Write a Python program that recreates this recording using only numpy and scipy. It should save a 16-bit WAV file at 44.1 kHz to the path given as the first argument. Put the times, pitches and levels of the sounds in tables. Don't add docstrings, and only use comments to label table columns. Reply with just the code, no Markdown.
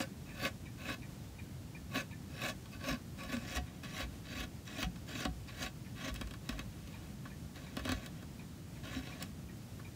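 import sys
import numpy as np
from scipy import signal
from scipy.fft import rfft, irfft
from scipy.io import wavfile

SR = 44100
rng = np.random.default_rng(int(sys.argv[2]) if len(sys.argv) > 2 else 0)


def digitize_waveform(pressure):
    field = np.atleast_2d(pressure).T
    bounded = np.clip(field, -1, 1)
    quanta = np.round(bounded * 32767).astype(np.int16)
    wavfile.write(sys.argv[1], SR, quanta)


def nominal_scale(level):
    x = np.asarray(level, float) / 20
    return 10 ** x


N = 438794

# (f/Hz, level/dB per Hz)
ROOM_SPECTRUM = [(30, -16), (50, -3), (80, 0), (130, 1), (200, -2.5), (300, -9), (420, -18), (750, -22.5),
                 (1000, -26), (2000, -29), (4000, -31), (7000, -32.5), (10000, -37), (16000, -37.5)]
# (first beat t/s, gap between beats t/s, until t/s)
CLOCK_RUNS = [
    (.2915, .3639, 3.4),
    (3.666, .3636, 9.9),
]
# (peak level/dB, lower case share level/dB)
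TICK_TOCK = [
    [(-51, -6.5), (-50, -10)],
    [(-58, -.8), (-51.5, -10)],
]
# (f/Hz, level/dB, time to fall 60 dB t/s)
CLOCK_CASE = [(2408, -0.5, 0.063), (2312, -3.5, 0.097), (2540, -32, 0.091), (914, -9.5, 0.032),
              (3740, -13, .05), (4340, -28, 0.057)]
# (f/Hz, level/dB, time to fall 60 dB t/s)
CLOCK_LOWER = [(1764, 4.5, 0.12), (1885, -1.5, 0.04), (2060, -8, .05)]
# (t/s, peak level/dB, f/Hz, time to fall 60 dB t/s)
BENCH_JOLTS = [(.43, -47, 70, .2), (2.89, -37, 55.4, 0.18), (3.24, -43, 50, 0.2),
               (3.559, -37.5, 67.6, 0.31), (4.02, -38.5, 60, 0.28), (4.389, -38, 55.5, 0.15),
               (4.833, -32, 56.5, 0.2), (4.872, -36, 176, 0.13), (5.261, -41.5, 59.5, 0.51),
               (5.291, -44, 168, 0.13), (5.63, -38, 55.3, 0.15), (6.099, -35.5, 53.7, 0.21),
               (6.22, -42, 52.5, 0.37), (6.5, -43, 51.7, 0.5), (7.779, -41, 61.5, 0.26),
               (7.872, -45, 90.7, 0.58), (7.92, -35, 56.6, 0.19), (8.969, -41, 63.4, 0.16),
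               (8.972, -40, 260, 0.14), (2.92, -42, 150, 0.16), (3.34, -39.5, 238, 0.19),
               (2.94, -39, 246, 0.14), (3.38, -40, 230, 0.095), (3.59, -45, 727, 0.12),
               (4.85, -49, 745, 0.13), (5.27, -45.5, 740, 0.12), (5.275, -41, 269, .12),
               (6.5, -43, 233, 0.11), (.012, -46, 725, .07), (2.44, -42, 200, .1)]

# (f/Hz, width f/Hz, level/dB before the colour change, level/dB after it)
STRIP = [(1067, 35, -3, -2), (1135, 40, 1, 1), (1300, 35, -11, -12), (1430, 60, -10, -3),
         (1500, 60, -5, -8), (1565, 55, -3, -1), (1710, 65, -1, 0), (1920, 70, -11, -1),
         (2120, 120, -10, -8), (2250, 70, -9, -5), (2330, 55, -7, -5), (2560, 85, 1, 1),
         (2760, 60, -12, -9), (2890, 75, -8, -5), (3050, 80, -15, -8), (3240, 110, -14, -6),
         (3370, 60, -14, -7), (3510, 50, -10, -8), (3670, 60, -11, -7), (3830, 90, -6, -2),
         (3990, 100, -12, -9), (4200, 150, -16, -11)]
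BOARD = [(241, 35, 0, 1), (310, 50, -11, -11), (425, 45, -14, -12), (550, 35, -4, -8), (630, 45, -12, -9),
         (730, 35, -8, -8)]
EDGE = [(4534, 136, 1, 2.5), (4770, 186, 0.5, 1.5), (5390, 290, 1.5, -0.5), (5810, 200, -9, -1),
        (6340, 250, -1.5, 0), (7210, 490, -8, -2.5), (7650, 60, -4, -4.5), (8420, 500, -8.5, -10)]
TEETH = [(9630, 400, -8, -8), (10700, 1700, -8.5, -7), (12500, 600, -6, -2.5), (14050, 760, -2, -9),
         (15100, 600, -5, -2)]
SHANK = [(7700, 170, -1, 3), (9500, 350, -6, -7), (15100, 2600, -1, -2)]

# (t/s, peak level/dB, hollow knock re peak level/dB, low push re peak level/dB)
STOPS = [(2.496, -32, -29, -4.5), (2.6567, -46.5, -4, -8), (3.3672, -35, -8, -6), (3.5688, -31.5, -18, -7),
         (3.8338, -39, -6, -6), (4.8284, -25, -9, -8), (4.959, -44.5, -8, -6), (5.252, -26.5, -6, 0),
         (6.047, -36, -22, -18), (6.083, -34, -5, -9)]
# (t/s, peak level/dB, hollow knock re peak level/dB, low push re peak level/dB)
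PICKS = [(6.1504, -43, -4, -12), (6.16, -36.5, -15, -7), (6.212, -33, -6, -1), (6.272, -41, -10, -11),
         (6.309, -40, -10, -3), (6.3377, -41, -3, -5), (6.4906, -27.5, -13, -9), (6.5917, -33, -8.5, -5),
         (6.8743, -43, -24, -2), (7.5576, -44.5, -7, -6), (7.7683, -31.5, -6, 2.5), (7.852, -31.5, -9, 2.5),
         (7.891, -29.5, -3.5, 1.5), (7.9185, -24.5, -8.5, -4)]
# (t/s, knock level/dB, crack re knock level/dB, low push re knock level/dB)
KNOCKS = [(6.5257, -42, -6.5, -12.5), (6.5804, -45, -6.5, -13.5), (7.2548, -42, -16.5, -4),
          (7.7937, -41, 0, 2), (7.8764, -35, -6, -5), (7.896, -42, -5, -17), (8.2256, -49.5, 1, 5),
          (8.9287, -43, -6, -18), (9.795, -46.5, -11, 1)]
# (t/s, tick level/dB, crack re tick level/dB)
TICKS = [
    (3.235, -48, 8),
    (6.1414, -43, -3),
    (8.033, -56, -5),
    (8.0612, -45, 6),
    (9.2251, -34.5, -1),
]

# (touch t/s, hardest t/s, lift t/s, tearing at touch level/dB, tearing at hardest level/dB)
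FLAT = [(-.05, 0.001, .02, -36, -32), (.385, .447, .472, -48, -32.5), (.78, .9, .935, -54, -36.5),
        (1.905, 1.955, 2.008, -59, -33), (2.36, 2.455, 2.497, -50, -34), (2.795, 2.885, 2.945, -57, -35),
        (3.285, 3.337, 3.35, -51, -37), (5.961, 6.069, 6.088, -53, -40)]
SECOND_NOTCH = [(3.477, 3.568, 3.572, -51, -37), (3.89, 4.0, 4.028, -55, -39.5), (4.25, 4.4, 4.436, -55, -42),
                (4.71, 4.81, 4.845, -53, -42), (5.075, 5.21, 5.25, -50, -42.5), (5.53, 5.625, 5.668, -56, -40)]
DRAGS = [(2.295, 2.31, 2.34, -58, -56), (3.2, 3.23, 3.265, -52, -50), (.26, .35, .37, -62, -54),
         (3.383, 3.42, 3.455, -53, -50), (3.637, 3.65, 3.79, -64, -61), (4.083, 4.14, 4.15, -69, -60.5),
         (6.14, 6.15, 6.3, -62, -59), (6.437, 6.498, 6.53, -66, -53), (6.557, 6.597, 6.61, -66, -55),
         (6.72, 6.95, 7.1, -66, -61), (7.25, 7.256, 7.27, -63, -58), (7.557, 7.568, 7.74, -55, -55),
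         (7.77, 7.79, 7.82, -56, -52), (7.85, 7.924, 7.935, -50, -44.5), (7.97, 8.05, 8.06, -58, -53),
         (8.11, 8.168, 8.2, -70, -61), (8.753, 8.755, 8.8, -63, -64), (8.84, 8.95, 8.985, -51, -47.5),
         (9.03, 9.06, 9.15, -53, -51), (9.181, 9.215, 9.225, -57, -47)]
# (t/s, tearing level/dB)
BITES = [(2.732, -50), (3.19, -47), (3.847, -44.5), (4.675, -49), (5.486, -51)]
GRIP_COLOUR = {"flat": [(-13, -4.5, -19), (-13, -2, -20), (-10, -5, -20), (-6, 7, -14)],
               "edgewise": [(-9, -1, -18), (-7.5, -2, -15.5), (-8, -3, -18), (-5, 10, -14)],
               "drag": [(-10, 1, -18), (-10, 0, -19), (-10, 1.1, -18), (-6, 8, -14)], "bite": [(-5, 0, -10),
               (-9.5, -12, -20), (-12, -8, -22), (-6, 3, -19)]}
GRIP_MOTION = {"flat": (120, .045, 35, .85), "edgewise": (90, .035, 32, 1.3),
               "drag": (35, 0.044, 21.5, 1.33), "bite": (330, 0.028, 12, 1)}

COLOUR_CHANGE_S = 3.44
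LANDING_S, LANDING_DB = 0.016, 12
BITE_RISE_S, BITE_RISE_DB, BITE_HOLD_S = .012, 10, .025


def rms_one(x):
    return x / np.sqrt(np.mean(x ** 2) + 1e-20)


def band(x, low_hz, high_hz):
    return signal.sosfilt(signal.butter(2, [low_hz, high_hz], "band", fs=SR, output="sos"), x)


def drift(rate_hz):
    r = np.exp(-2 * np.pi * 20 * rate_hz / SR)
    noise = rng.standard_normal(N // 20 + 2002)
    slow = rms_one(signal.lfilter([1], [1, -2 * r, r * r], noise)[2000:])
    return np.interp(np.arange(N) / 20, np.arange(len(slow)), slow)


def resonate(x, hz, width_hz, count=1):
    r = np.exp(-np.pi * width_hz / SR)
    ring = [(1 - r * r) / 2, 0, (r * r - 1) / 2, 1, -2 * r * np.cos(2 * np.pi * hz / SR), r * r]
    return signal.sosfilt([ring] * count, x)


def body(force, modes, patchy_db):
    out = 0
    moved = np.arange(N) > COLOUR_CHANGE_S * SR
    hush = 1e-12 * np.sin(np.arange(N))
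    for k, (hz, width_hz, first_db, second_db) in enumerate(modes):
        feed = (force + hush) * np.where(moved, nominal_scale(second_db), nominal_scale(first_db))
        if patchy_db:
            feed = feed * nominal_scale(patchy_db * drift(9.5))
        out = out + (-1) ** k * resonate(feed, hz, 1.55 * width_hz, count=2)
    return out


def bursts(times, levels_db, t60):
    kicks = np.zeros(N)
    kicks[np.round(np.asarray(times) * SR).astype(int)] = nominal_scale(levels_db)
    dying = signal.lfilter([1], [1, -nominal_scale(-60 / (t60 * SR))], kicks + 1e-18)
    return dying * rng.choice([-1, 1], N)


def room_tone():
    hz, level_db = np.transpose(ROOM_SPECTRUM)
    grid_hz = np.arange(N // 2 + 1) * SR / N + 1
    shape = nominal_scale(np.interp(np.log(grid_hz), np.log(hz), level_db))
    tone = irfft(rfft(rng.standard_normal(N)) * shape, N)
    return nominal_scale(-47.5 + .5 * drift(6.3)) * rms_one(tone)


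def beats():
    out = []
    for (first, gap, until), pair in zip(CLOCK_RUNS, TICK_TOCK):
        for k, s in enumerate(np.arange(first, until, gap)):
            out.append((s, *pair[k % 2]))
    return out


def clock():
    s, peak_db, lower_db = np.transpose(beats())
    upper = bursts(s, peak_db + 24.5, t60=0.1)
    lower = bursts(s + 0.012, peak_db + lower_db + 23.5, t60=0.1)
    out = 0
    for rattle, modes in [(upper, CLOCK_CASE), (lower, CLOCK_LOWER)]:
        for hz, db, t60 in modes:
            out = out + nominal_scale(db) * resonate(rattle, hz, np.log(1000) / np.pi / t60)
    return out


def bench():
    out, time = np.zeros(N + SR), np.arange(SR) / SR
    phases = rng.uniform(0, 2 * np.pi, len(BENCH_JOLTS))
    for (s, peak_db, hz, t60), phase in zip(BENCH_JOLTS, phases):
        swell = 1 - np.exp(-(time * hz / 1.22) ** 2)
        swing = swell * nominal_scale(peak_db + 9.5 - 60 * time / t60) * np.sin(2 * np.pi * hz * time + phase)
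        out[round((s - .01) * SR):][:SR] += swing
    return out[:N]


def workshop(x, t60, level_db):
    time = np.arange(SR // 2) / SR
    tail = band(rng.standard_normal(len(time)), 140, 7700) * nominal_scale(-60 * time / t60)
    tail = tail * (time > .006)
    return nominal_scale(level_db) * signal.fftconvolve(x, tail / np.linalg.norm(tail))[:N]


def contacts():
    return ([(s, db, knock, -15.5, low) for s, db, knock, low in STOPS]
            + [(s, db, knock, -11.5, low) for s, db, knock, low in PICKS]
            + [(s, db + crack, -crack, -8, low - crack) for s, db, crack, low in KNOCKS]
            + [(s, db + crack, -8, -crack, -9) for s, db, crack in TICKS])


def catches():
    s, peak_db, knock_db, bright_db, low_db = np.transpose(contacts())
    crack = bursts(s, peak_db, t60=0.036)
    knock = np.abs(bursts(s, peak_db + knock_db, t60=.0012))
    bright = bursts(s, peak_db + bright_db, t60=.013)
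    push = np.abs(bursts(s, peak_db + low_db, t60=0.0032))
    rung = nominal_scale(4.5) * body(crack, STRIP[7:], 0) + nominal_scale(-0.5) * band(crack, 1700, 4500)
    hollow = nominal_scale(24.0) * body(knock, STRIP[:7], 0) + nominal_scale(10) * band(knock, 700, 2500)
    sharp = nominal_scale(5) * body(bright, EDGE + SHANK, 0) + nominal_scale(4.5) * band(bright, 2900, 14000)
    return rung + hollow + sharp + nominal_scale(19.5) * body(push, BOARD, 0)


def pressure(row, grip):
    touch, hardest, lift, touch_db, peak_db = row
    sag, lift_s, drop_db, bend = GRIP_MOTION[grip]
    lift = max(lift, hardest + .002)
    start, end = touch - LANDING_S, lift + lift_s
    at = np.arange(max(round(start * SR), 0), round(end * SR))
    time = at / SR
    built = np.clip((time - touch) / (hardest - touch), 0, 1) ** bend
    landing_db = np.interp(time, [start, touch], [-LANDING_DB, 0])
    sag_db = -sag * (lift - hardest)
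    leaving_db = np.interp(time, [hardest, lift, end], [0, sag_db, sag_db - drop_db])
    tear_db = touch_db + built * (peak_db - touch_db) + landing_db + leaving_db
    phases = [touch, hardest, lift, end]
    colour_db = [np.interp(time, phases, c) for c in np.transpose(GRIP_COLOUR[grip])]
    fade = np.clip(np.minimum(time - start, end - time) / .006, 0, 1)
    return at, fade * nominal_scale(tear_db + np.array([0 * time] + colour_db))


def efforts():
    levels = np.full((4, N), 1e-9)
    bites = [(s - BITE_RISE_S, s, s + BITE_HOLD_S, db - BITE_RISE_DB, db) for s, db in BITES]
    for grip, rows in [("flat", FLAT), ("edgewise", SECOND_NOTCH), ("drag", DRAGS), ("bite", bites)]:
        for row in rows:
            at, gains = pressure(row, grip)
            levels[:, at] += gains
    return levels


def fibres(per_s, spread_db, clump_db):
    sizes = nominal_scale(spread_db * np.minimum(rng.exponential(1, N), 5)) * rng.choice([-1, 1], N)
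    torn = rng.random(N) < per_s / SR
    return rms_one(sizes * torn * nominal_scale(clump_db * drift(90)))


def strokes():
    levels = efforts()
    tear, edge, drum, sizzle = levels * fibres(per_s=6000.0, spread_db=3.3, clump_db=2.1)
    rasp = levels * fibres(per_s=8200.0, spread_db=5.5, clump_db=3.5)
    strip = nominal_scale(12.0) * body(tear, STRIP, patchy_db=1.6) + nominal_scale(-6) * band(rasp[0], 600, 2900)
    steel = nominal_scale(7) * body(edge, EDGE, patchy_db=3.5) + band(rasp[1], 3000, 9100)
    teeth = nominal_scale(9.5) * body(sizzle, TEETH, patchy_db=2.5) + nominal_scale(-2.5) * band(rasp[3], 9900, .45 * SR)
    board = nominal_scale(21.5) * body(drum, BOARD, patchy_db=1)
    return strip + steel + teeth + board


def scene():
    work = strokes() + catches()
    echo = workshop(work, t60=0.11, level_db=-16.0)
    return (work + echo + bench() + clock() + room_tone())[None]


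def roll_off(x):
    return signal.sosfilt(signal.butter(12, 16490, fs=SR, output="sos"), x)


def record(dry):
    x = signal.sosfilt(signal.butter(4, 42, "high", fs=SR, output="sos"), dry)
    x = signal.sosfilt(signal.ellip(10, .5, 40, 15720, fs=SR, output="sos"), x)
    return roll_off(x)


dry = scene()
out = record(dry)
digitize_waveform(out)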